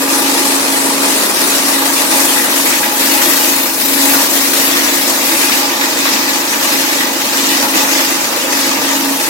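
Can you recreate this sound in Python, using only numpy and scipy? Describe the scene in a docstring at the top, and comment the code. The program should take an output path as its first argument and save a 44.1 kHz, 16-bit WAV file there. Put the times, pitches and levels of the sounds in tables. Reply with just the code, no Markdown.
"""A dense, surging rush of plastic being chopped, just in front of a workshop granulator's outlet.
Knives catch the charge batch by batch, crunch the bigger pieces and ring on hard ones, while chips
spray and bounce against the chute. Underneath, the motor hums on multiples of its turning rate, the
hollow steel housing booms and lumps knock on its walls. The hopper's roar fades as the hand-held
microphone is lowered, and near the end a metal tray is slid into the outlet."""
import sys
import numpy as np
from scipy import signal
from scipy.io import wavfile
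from scipy.ndimage import uniform_filter1d

SR = 44100
rng = np.random.default_rng(int(sys.argv[2]) if len(sys.argv) > 2 else 0)


def store_wav(level_fs):
    """Save 16-bit WAV to argv[1]."""
    pcm = np.round(np.clip(np.atleast_2d(level_fs), -1, 1) * 32767)
    wavfile.write(sys.argv[1], SR, pcm.T.astype(np.int16))


N = 409688
TIME = np.arange(N) / SR
SIDES = np.array([[1], [-1]])   # left, right
MOTOR_HZ = 25.03   # turns per second
LOW_CUT_HZ, TOP_HZ = 110, 15900


def from_db(db):
    """Decibels to gain."""
    return 10 ** (np.asarray(db) / 20)


def rms_one(x):
    """Scale to rms 1."""
    return x / np.sqrt(np.mean(x ** 2) + 1e-20)


def in_time(rows):
    """Each column of a curve at every sample."""
    seconds, *columns = np.transpose(rows)
    return [np.interp(TIME, seconds, column) for column in columns]


def at_hz(rows, hz):
    """Each column of a spectrum at one frequency."""
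    freqs, *columns = np.transpose(rows)
    return [np.interp(np.log(hz), np.log(freqs), column) for column in columns]


def drift(rate):
    """A smooth random curve of rms 1 that changes about rate times a second."""
    hop, settle = 40, 2000
    pole = np.exp(-2 * np.pi * hop * rate / SR)
    noise = rng.standard_normal(N // hop + settle + 2)
    slow = signal.lfilter([1], [1, -2 * pole, pole * pole], noise)[settle:]
    return np.interp(np.arange(N) / hop, np.arange(len(slow)), rms_one(slow))


def resonate(x, hz, width_hz):
    """A resonance with gain 1 at its peak."""
    r = np.exp(-np.pi * width_hz / SR)
    gain = (1 - r * r) / 2
    return signal.lfilter([gain, 0, -gain], [1, -2 * r * np.cos(2 * np.pi * hz / SR), r * r], x)


def band(x, low_hz, high_hz):
    """Butterworth band-pass, steeper in the bass."""
    order = 4 if high_hz < 300 else 2
    return signal.sosfilt(signal.butter(order, [low_hz, high_hz], "band", fs=SR, output="sos"), x)


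# The stereo image in front of the outlet. Each row: frequency in Hz, likeness of the sides from 0 to 1,
# left over right in dB, lag of the right side in samples.
STEREO_IMAGE = [(60, 0.95, -1, -2), (286, 0.78, -1, -12), (455, 0.4, -3.5, 1.5), (690, 0.7, 0, -8.5),
                (1093, 0, -1, 1.5), (1640, 0.39, 2.5, 8), (2730, 0.31, 1.5, 7.5), (5500, 0.12, 2.5, 7),
                (9000, 0.27, 3, 6), (14000, 0.01, 5, 7)]

def spread(pair, hz):
    """Two unrelated signals become left and right: alike in the bass, diffuse in the treble."""
    alike, pan_db, lag = at_hz(STEREO_IMAGE, hz)
    left, right = np.sqrt((1 + alike) / 2) * pair[0] + np.sqrt((1 - alike) / 2) * pair[1] * SIDES
    return np.array([left, np.roll(right, round(lag))]) * from_db(pan_db / 2 * SIDES)


def mode(drive, hz, width_hz):
    """One mode of a body, in stereo; a second, wider resonance steepens its skirts."""
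    rung = resonate(resonate(drive, hz, width_hz), hz, 3 * width_hz)
    return spread(rms_one(rung), hz)


def ringing(modes, cut):
    """The cracking plastic keeps a set of modes ringing; rms 1."""
    out = 0
    for hz, width_hz, level_db in modes:
        cracks = rng.standard_normal((2, N)) * cut
        out += from_db(level_db) * mode(cracks, hz, width_hz)
    return rms_one(out)


def struck(blows, modes, loss_db_per_octave):
    """Each blow is a short dying rattle into a body's modes, with an optional loss above 850 Hz."""
    out = np.zeros((2, N + SR))
    age = np.arange(SR // 2) / SR
    for start_s, length_s, peak_db in blows:
        decay = np.exp(-np.minimum((age / length_s) ** 2, 20))
        rung = 0
        for hz, width_hz, level_db in modes:
            rattle = rng.standard_normal((2, len(age))) * decay
            loss_db = loss_db_per_octave * max(np.log2(hz / 850), 0)
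            rung += from_db(level_db - loss_db) * mode(rattle, hz, width_hz)
        start = int(start_s * SR)
        out[:, start:start + len(age)] += from_db(peak_db) * rung / np.abs(rung).max()
    return out[:, :N]


# The hopper's mouth, above the outlet. Each row: pitch in Hz, width in Hz, relative level in dB.
HOPPER_MODES = [(200.6, 8.7, -7), (383, 45, 2), (446, 43, -1), (497, 50, -6), (857, 37, -3),
                (980, 63, -3.5), (4200, 1300, 5.5)]
# How much of it reaches the microphone. Each row: time in seconds, level in dB.
HOPPER_FADE = [(0, -25), (0.8, -25), (1.25, -22), (1.6, -27), (2.4, -35.5), (9.29, -57)]

def hopper(cut):
    """Hollow roar and hiss from the hopper, fading as the microphone is lowered to the outlet."""
    level_db, = in_time(HOPPER_FADE)
    return from_db(level_db) * ringing(HOPPER_MODES, cut)


# The motor's hum, under the chopping. Each row: multiple of the turning rate, relative level in dB.
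HUM_ORDERS = [(4, -57.5), (5, -53.5), (6, -47.5), (7, -50), (8, -49.5), (9, -42), (10, -35.5), (11, -27),
              (12, -34), (13, -36), (14, -37), (16, -41), (17, -43), (19, -39.5), (21, -45), (23, -42),
              (24, -40.5), (26, -44), (33, -39), (34, -40.5), (35, -44), (36, -42), (37, -41), (38, -41),
              (39, -41), (40, -44), (41, -44), (44, -44)]
# Its strongest line between dips. Each row: time in seconds, gain in dB.
MAIN_LINE_GAIN = [(0, 6), (0.9, 5), (1.7, 4), (2.3, 3), (3.5, 2), (4.1, 6), (4.5, 2.5), (5.3, 2.5),
                  (6.3, 1.5), (7.3, 0), (7.6, 3.5), (8.2, -1), (9.0, 6)]
# That line sinks briefly. Each row: deepest moment in seconds, half-width in seconds, depth in dB.
MAIN_LINE_DIPS = [(0.64, 0.032, 5), (1.32, 0.1, 12), (2.51, 0.028, 3), (2.81, 0.076, 7), (2.96, .03, 7),
                  (3.21, .03, 8), (3.71, 0.12, 6.5), (4.27, 0.046, 7), (4.89, 0.035, 2), (5.24, 0.19, 4),
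                  (5.75, .04, 9), (5.92, 0.059, 6), (6.47, 0.076, 6), (6.61, .05, 3), (7.22, 0.12, 4),
                  (8.24, 0.029, 2), (8.41, 0.05, 10), (9.23, 0.05, 16)]

def motor_hum(turns, chop_db):
    """The strongest motor order swells with the load and throbs unevenly; the rest follow it faintly."""
    steady_db, = in_time(MAIN_LINE_GAIN)
    dips_db = sum(depth_db * np.exp(-np.minimum(((TIME - at_s) / width_s) ** 2, 20))
                  for at_s, width_s, depth_db in MAIN_LINE_DIPS)
    swell_db = steady_db + 0.3 * chop_db - dips_db
    strongest = max(HUM_ORDERS, key=lambda row: row[1])[0]
    out = np.zeros((2, N))
    for order, order_db in HUM_ORDERS:
        phase = 2 * np.pi * (round(order) * turns + rng.random())
        phase += 0.009 * order * drift(2.8)   # high orders waver most
        own_db = swell_db if order == strongest else 0.12 * swell_db + drift(4.0)
        apart = 0.012 * order * rng.choice([-1, 1])   # shorter waves reach the sides more out of step
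        wave = np.sin(phase + apart * SIDES)
        if order == strongest:
            throb = drift(9.6) * wave + drift(9) * np.cos(phase + apart * SIDES)
            wave += 0.19 * throb
        out += from_db(2.5 + order_db + own_db) * wave
    return out * from_db(-1.1 * SIDES)   # a little to the right


# Air modes of the housing. Each row: pitch in Hz, width in Hz, relative level in dB.
HOUSING_MODES = [(141, 8.3, -11.5), (183, 5.9, -11.5), (207.4, 14, -13), (233.5, 22, 0.5), (276.4, 20, -7),
                 (331, 33, 10.5), (358, 8.9, -3.5)]
# Heavy bites of the knives. Each row: start in seconds, length in seconds, peak in dB.
HOUSING_THUMPS = [(1.7, 0.036, -16), (2.2, 0.042, -17), (3.25, 0.11, -14), (4.03, 0.054, -16),
                  (4.75, 0.039, -18), (5.33, 0.017, -12.5), (5.55, 0.041, -19), (6.74, .05, -18),
                  (7.49, 0.045, -20), (7.73, .05, -14), (8.1, 0.026, -18), (8.76, .04, -18)]

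def housing_boom(cut, chop_db, clatter_db):
    """The air in the hollow housing booms with the chopping and clatter; heavy bites thump it."""
    boom = from_db(0.66 * chop_db + 0.39 * clatter_db - 29.0) * ringing(HOUSING_MODES, cut)
    return boom + struck(HOUSING_THUMPS, HOUSING_MODES, loss_db_per_octave=0)


# Modes of the steel walls. Each row: pitch in Hz, width in Hz, relative level in dB.
WALL_MODES = [(503, 16, -17.5), (538, 18, -8.5), (621, 66, -9), (827.4, 19, -7), (845.4, 14, -3),
              (874, 15, -9), (930, 21, -5.5), (949, 16, -8), (985, 29, -10), (1190, 25, -6),
              (1734, 145, -4), (2480, 180, -4)]
# Their rattle between knocks. Each row: time in seconds, gain in dB.
RATTLE_GAIN = [(0, 3.5), (1.1, -2.5), (1.35, -1.5), (2.0, 1.5), (3.0, 1.5), (3.4, 2.5), (3.8, -4),
               (4.15, -2), (4.4, -6), (5.9, 1), (7.3, -1.5), (7.7, 0.5), (8.3, 0), (9.29, 0.5)]
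# Lumps hitting them. Each row: start in seconds, length in seconds, peak in dB.
WALL_KNOCKS = [(0.18, 0.017, -11), (0.85, 0.065, -11), (1.03, 0.045, -10), (1.66, .05, -12),
               (2.02, .03, -23), (2.115, 0.044, -9), (3.18, .04, -11), (4.03, 0.02, -11), (4.18, 0.033, -9),
               (5.31, 0.037, -12), (5.61, 0.044, -12), (7.62, 0.036, -14), (7.77, 0.046, -8),
               (8.76, 0.05, -10), (8.89, 0.056, -13)]

def steel_walls(cut):
    """The walls rattle all along and ring out when a lump knocks on them."""
    rattle_db, = in_time(RATTLE_GAIN)
    rattle = from_db(rattle_db - 25.0) * ringing(WALL_MODES, cut)
    return rattle + struck(WALL_KNOCKS, WALL_MODES, loss_db_per_octave=2)


# The tray going into the outlet, close to the microphone.
# Each row: start in seconds, length in seconds, level in dB, pitch in Hz.
TRAY_STROKES = [(7.953, .08, -23.5, 604), (8.396, 0.12, -23, 544), (8.85, 0.4, -33, 1120)]

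def tray():
    """The sheet-metal tray rubs on the chute; each rub sets one of its panels ringing roughly."""
    out = np.zeros(N)
    for start_s, length_s, level_db, hz in TRAY_STROKES:
        stroke = np.sin(np.pi * np.clip((TIME - start_s) / length_s, 0, 1))
        rough_gain = from_db(level_db + 1.8 * drift(40))
        panel = np.sin(2 * np.pi * hz * TIME + 0.85 * drift(30))
        out += rough_gain * stroke * panel
    return out


def flakes(count, low_hz, high_hz, t60_s, size_db):
    """Hard flakes fly against the steel, each setting off one short ping of its own pitch; rms 1."""
    age = np.arange(SR // 12) / SR
    out = np.zeros((2, N + len(age)))
    for when, pitch, size, life, side, phase in rng.random((count, 6)):
        hz = low_hz * (high_hz / low_hz) ** pitch
        decay = from_db(size_db * size - 60 * age / (t60_s * (.5 + life)))
        ping = decay * np.sin(2 * np.pi * (hz * age + phase * SIDES))
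        start = int(when * N)
        out[:, start:start + len(age)] += ping * np.sqrt([[side], [1 - side]])
    return rms_one(band(out[:, :N], 900, TOP_HZ))


def shards(count, low_hz, high_hz, ring_s, bounce_s, size_db):
    """Coarse shards hit the chute and bounce twice, each clacking on its own two pitches; rms 1."""
    age = np.arange(SR // 10) / SR
    out = np.zeros((2, N + len(age)))
    for when, pitch, size, upper, gap, side, phase in rng.random((count, 7)):
        hz = low_hz * (high_hz / low_hz) ** pitch
        gain = from_db(size_db * size) * np.sqrt([[side], [1 - side]])
        start = int(when * N)
        for hit in range(3):
            since = np.maximum(age - hit * bounce_s * (.5 + gap), 0)
            angle = 2 * np.pi * hz * since
            tones = np.sin(angle + 2 * np.pi * phase * SIDES) + .5 * np.sin(angle * (1 + upper / 2))
            decay = (since > 0) * np.exp(-since / ring_s)
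            out[:, start:start + len(age)] += gain * .5 ** hit * tones * decay
    return rms_one(band(out[:, :N], 900, TOP_HZ))


# Modes of the knives and rotor. Each row: pitch in Hz, width in Hz, relative level in dB.
KNIFE_MODES = [(1857, 21, -6), (1946, 42, -0.5), (1980, 6.5, -9), (2632, 15, -10), (3720, 370, 0)]
# A knife meets a hard piece. Each row: start in seconds, length in seconds, peak in dB.
KNIFE_CLANGS = [(1.64, .05, -18), (1.73, .06, -12), (2.35, 0.09, -10), (2.66, .08, -21), (3.22, 0.15, -12),
                (4.0, .2, -20), (4.41, .08, -18), (4.56, .08, -20), (4.94, .06, -22), (5.5, 0.09, -18),
                (5.81, .05, -13), (6.05, .05, -12), (6.98, .07, -9.5), (7.49, 0.11, -9)]

def knife_ring(cut, chop_db):
    """The knives ring in step with the chopping and clang on hard pieces."""
    ring = from_db(chop_db - 31.5) * ringing(KNIFE_MODES, cut)
    return ring + struck(KNIFE_CLANGS, KNIFE_MODES, loss_db_per_octave=1)


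# Bigger pieces caught by a knife. Each row: start in seconds, relative peak in dB, loudest pitch in Hz.
THICK_PIECES = [(0.129, -10, 1230), (1.04, -9, 900), (1.68, -9, 929), (2.66, -6, 2000), (2.725, -5, 1900),
                (2.83, -3.5, 1700), (3.215, -5, 1500), (4.145, -9, 1400), (5.52, -4.5, 2400),
                (5.812, -3, 1680), (6.055, -6, 1300), (7.005, -7, 1700), (7.735, -7.5, 1800),
                (7.985, -4, 1900)]

def crunches(level_db, decay_s, width_hz):
    """A thick piece shatters in a short burst around its own pitch."""
    out = np.zeros((2, N))
    age = np.arange(SR // 6) / SR
    for start_s, peak_db, hz in THICK_PIECES:
        shatter = rng.standard_normal((2, len(age))) * np.exp(-age / decay_s)
        burst = band(resonate(shatter, hz, width_hz), 460, 5600)
        start = int(start_s * SR)
        out[:, start:start + len(age)] += from_db(peak_db + level_db) * burst / np.abs(burst).max()
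    return out


# The knives chew up a batch. Each row: start in seconds, length in seconds, strength in dB.
PLASTIC_BATCHES = [(0.078, 0.057, -1.5), (0.228, 0.23, -3), (0.369, 0.25, -5), (0.66, 0.26, -5),
                   (0.981, 0.25, -2), (1.333, 0.25, -0.8), (1.646, 0.077, -2), (1.812, 0.035, -2.3),
                   (1.91, 0.11, -2), (2.096, 0.12, 2.5), (2.268, 0.15, -1.9), (2.491, 0.3, -1.5),
                   (2.96, 0.22, 1.5), (3.205, 0.34, 0.7), (3.78, 0.24, -1.5), (3.98, 0.26, 1),
                   (4.289, 0.21, 0), (4.508, 0.16, 0.9), (4.687, 0.41, 0.4), (5.196, 0.19, 0),
                   (5.376, 0.21, 1.1), (5.585, 0.15, -9), (5.776, 0.11, -2), (5.96, 0.2, 1),
                   (6.22, 0.19, -3), (6.472, 0.06, -1.5), (6.58, 0.23, 0.7), (6.84, 0.16, -2),
                   (7.172, 0.11, -3.5), (7.33, 0.04, 1.7), (7.428, 0.19, 1.5), (7.73, 0.10, 1.5),
                   (7.87, 0.18, 0.5), (8.08, 0.15, -3), (8.318, 0.088, -5), (8.488, 0.22, -0.5),
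                   (8.801, 0.2, -2), (9.19, 0.05, -1.5)]

def chopping_level(catch_s, clear_s, scraps_db):
    """Load in dB: each batch is drawn in, holds and clears, over the scraps that always tumble inside."""
    power = from_db(scraps_db) ** 2
    for start_s, length_s, strength_db in PLASTIC_BATCHES:
        age = TIME - start_s
        drawn_in = np.clip(age / catch_s, 0, 1)
        clearing = np.exp(-np.clip(age - length_s, 0, 1) / clear_s)
        power = power + from_db(strength_db) ** 2 * drawn_in * clearing
    return 10 * np.log10(power)


# Big pieces clattering in the chamber. Each row: time in seconds, gain in dB.
CLATTER_GAIN = [(0, 2), (2.3, 2.5), (3.0, -0.8), (3.25, 2.5), (3.85, -3), (4.15, 3.5), (4.45, 1.3),
                (7.35, 0.1), (7.7, 2.5), (8.1, 0), (8.9, 0.7), (9.29, -2.5)]

def clatter_level():
    """The slow rise and fall of the clatter, in dB."""
    return in_time(CLATTER_GAIN)[0]


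def fractures(per_s, size_db, ring_s, wash):
    """Envelope of countless cracks of uneven size, each dying fast, over their reverberant wash."""
    sizes = from_db(size_db * np.minimum(rng.exponential(1, N), 4))
    cracks = (rng.random(N) < per_s / SR) * sizes ** 2
    power = signal.lfilter([1], [1, -np.exp(-1 / (ring_s * SR))], cracks + 1e-18)
    even_power = power / uniform_filter1d(power, SR // 8)   # no slow gusts
    return rms_one(np.sqrt(even_power + wash))


# The pulsing of the cut. Each row: multiple of the turning rate, swing either way in dB.
CUT_PULSES = [(1, .35), (2, .6), (3, .35), (5, .2), (7, .15)]

def cutting(turns):
    """Envelope of the cut: the cracking is strongest at fixed angles of each turn."""
    pulse_db = sum(swing_db * np.cos(2 * np.pi * (round(order) * turns + rng.random()))
                   for order, swing_db in CUT_PULSES)
    return from_db(pulse_db) * fractures(per_s=1400, size_db=3.5, ring_s=0.0027, wash=0.99)


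def chute_echoes(sound, count, longest_s, echo_db):
    """Short waves bounce between chute and floor: a fine comb that shifts as the microphone sways."""
    long_waves = signal.sosfiltfilt(signal.butter(2, 1800, fs=SR, output="sos"), sound)
    short_waves = sound - long_waves
    combed = short_waves.copy()
    for side in range(2):
        lags_s = rng.uniform(longest_s / 5, longest_s, count)
        for lag_s, sign in zip(lags_s, rng.choice([-1, 1], count)):
            delay = np.rint((lag_s + .0003 * drift(.35)) * SR).astype(int)
            echo = short_waves[side].take(np.arange(N) - delay, mode="wrap")
            combed[side] += sign * from_db(echo_db) * echo
    return long_waves + combed / np.sqrt(1 + count * from_db(2 * echo_db))


# The cutting chamber, from just outside the outlet. Each row: frequency in Hz, relative density in dB.
RUSH_SPECTRUM = [(30, -68), (70, -71.5), (120, -69), (170, -74), (230, -52.5), (420, -65.5), (560, -43.5),
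                 (740, -57), (1000, -49), (1400, -53), (2200, -51), (3000, -56.5), (4500, -53.5),
                 (6500, -54), (9500, -55.5), (12000, -53.5), (15000, -58.5)]
# Fine chips spraying out, on top of the chopping's surges.
# Each row: time in seconds, hiss gain in dB, top sizzle gain in dB, left over right in dB.
CHIP_SPRAY = [(0, 3.5, -3, 1.5), (0.8, 2.5, -3, 0), (1.5, 2, -2, 0.5), (2.4, 3, 0.5, 1),
              (2.8, 0.5, 0.5, -0.5), (3.1, 0.5, 2, 2.5), (3.8, 0.5, 3, 1), (4.3, 0.5, 2, 2),
              (4.8, -2, 0.5, 0.5), (5.45, -0.3, 0, 1), (5.65, -5, -2.5, -3), (6.5, -4.5, -1.5, -2.5),
              (7.6, -3.5, -1.5, -2.5), (8.8, -4, -2.8, -2.5), (9.29, -1, -0.5, -3)]

def chamber_rush(cut, chop_db, clatter_db, level_db, patchy_db, spray_follow):
    """Cracking plastic: big pieces fill the low bands, chopping the middle, sprayed chips the top."""
    hiss_db, sizzle_db, pan_db = in_time(CHIP_SPRAY)
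    hiss_db += spray_follow * chop_db
    sizzle_db += spray_follow * chop_db
    zones_hz = [150, 450, 1100, 1900, 6800, 8800, 10500, 12500]
    surges_db = [0, clatter_db, clatter_db, chop_db, chop_db, hiss_db, hiss_db, sizzle_db]
    edges_hz = np.r_[np.geomspace(20, 6000, 23), np.geomspace(7100, 17500, 7)]
    cracks = rng.standard_normal((2, 2, N)) * cut   # neighbouring bands get unrelated noise
    out = np.zeros((2, N))
    for k, (low, high) in enumerate(zip(edges_hz, edges_hz[1:])):
        hz = np.sqrt(low * high)
        zone = np.interp(hz, zones_hz, np.arange(len(zones_hz)))
        blend = zone % 1
        surge_db = (1 - blend) * surges_db[int(zone)] + blend * surges_db[int(np.ceil(zone))]
        density_db = level_db + at_hz(RUSH_SPECTRUM, hz)[0] + surge_db + patchy_db * drift(12.8)
        layer = from_db(density_db) * np.sqrt(SR / 2) * spread(band(cracks[k % 2], low, high), hz)
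        out += layer * from_db(pan_db / 2 * SIDES) if hz > 6800 else layer
    return out


def scene():
    """The granulator at its outlet, driven by the turning motor and its load; then the tray goes in."""
    chop_db = chopping_level(catch_s=0.049, clear_s=0.059, scraps_db=-2.5)
    clatter_db = clatter_level()
    turns = np.cumsum(MOTOR_HZ * (1 + 0.0006 * drift(0.99))) / SR
    cut = cutting(turns)
    rush = chamber_rush(cut, chop_db, clatter_db, level_db=-2.0, patchy_db=1.48, spray_follow=0.75)
    rush = chute_echoes(rush, count=6, longest_s=.014, echo_db=-11.0)
    pings = flakes(count=3600, low_hz=1610, high_hz=10070, t60_s=.055, size_db=5.5)
    clacks = shards(count=800, low_hz=2299, high_hz=6375, ring_s=.016, bounce_s=.016, size_db=6.5)
    chips = from_db(chop_db - 25.0) * pings + from_db(chop_db - 26.5) * clacks
    knives = knife_ring(cut, chop_db)
    body = housing_boom(cut, chop_db, clatter_db) + steel_walls(cut) + hopper(cut)
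    motor = motor_hum(turns, chop_db)
    big_pieces = crunches(level_db=-1.0, decay_s=0.037, width_hz=920)
    return motor + body + tray() + chips + knives + big_pieces + rush


def record(dry):
    """The rare highest peaks clip, the deep bass is rolled off and the top is cut steeply."""
    low_cut = signal.butter(2, LOW_CUT_HZ, "high", fs=SR, output="sos")
    high_cut = signal.ellip(12, .1, 60, TOP_HZ, fs=SR, output="sos")
    thinned = signal.sosfilt(low_cut, np.clip(dry, -1, 1))
    return signal.sosfilt(high_cut, thinned)


dry = scene()
out = record(dry)
store_wav(out)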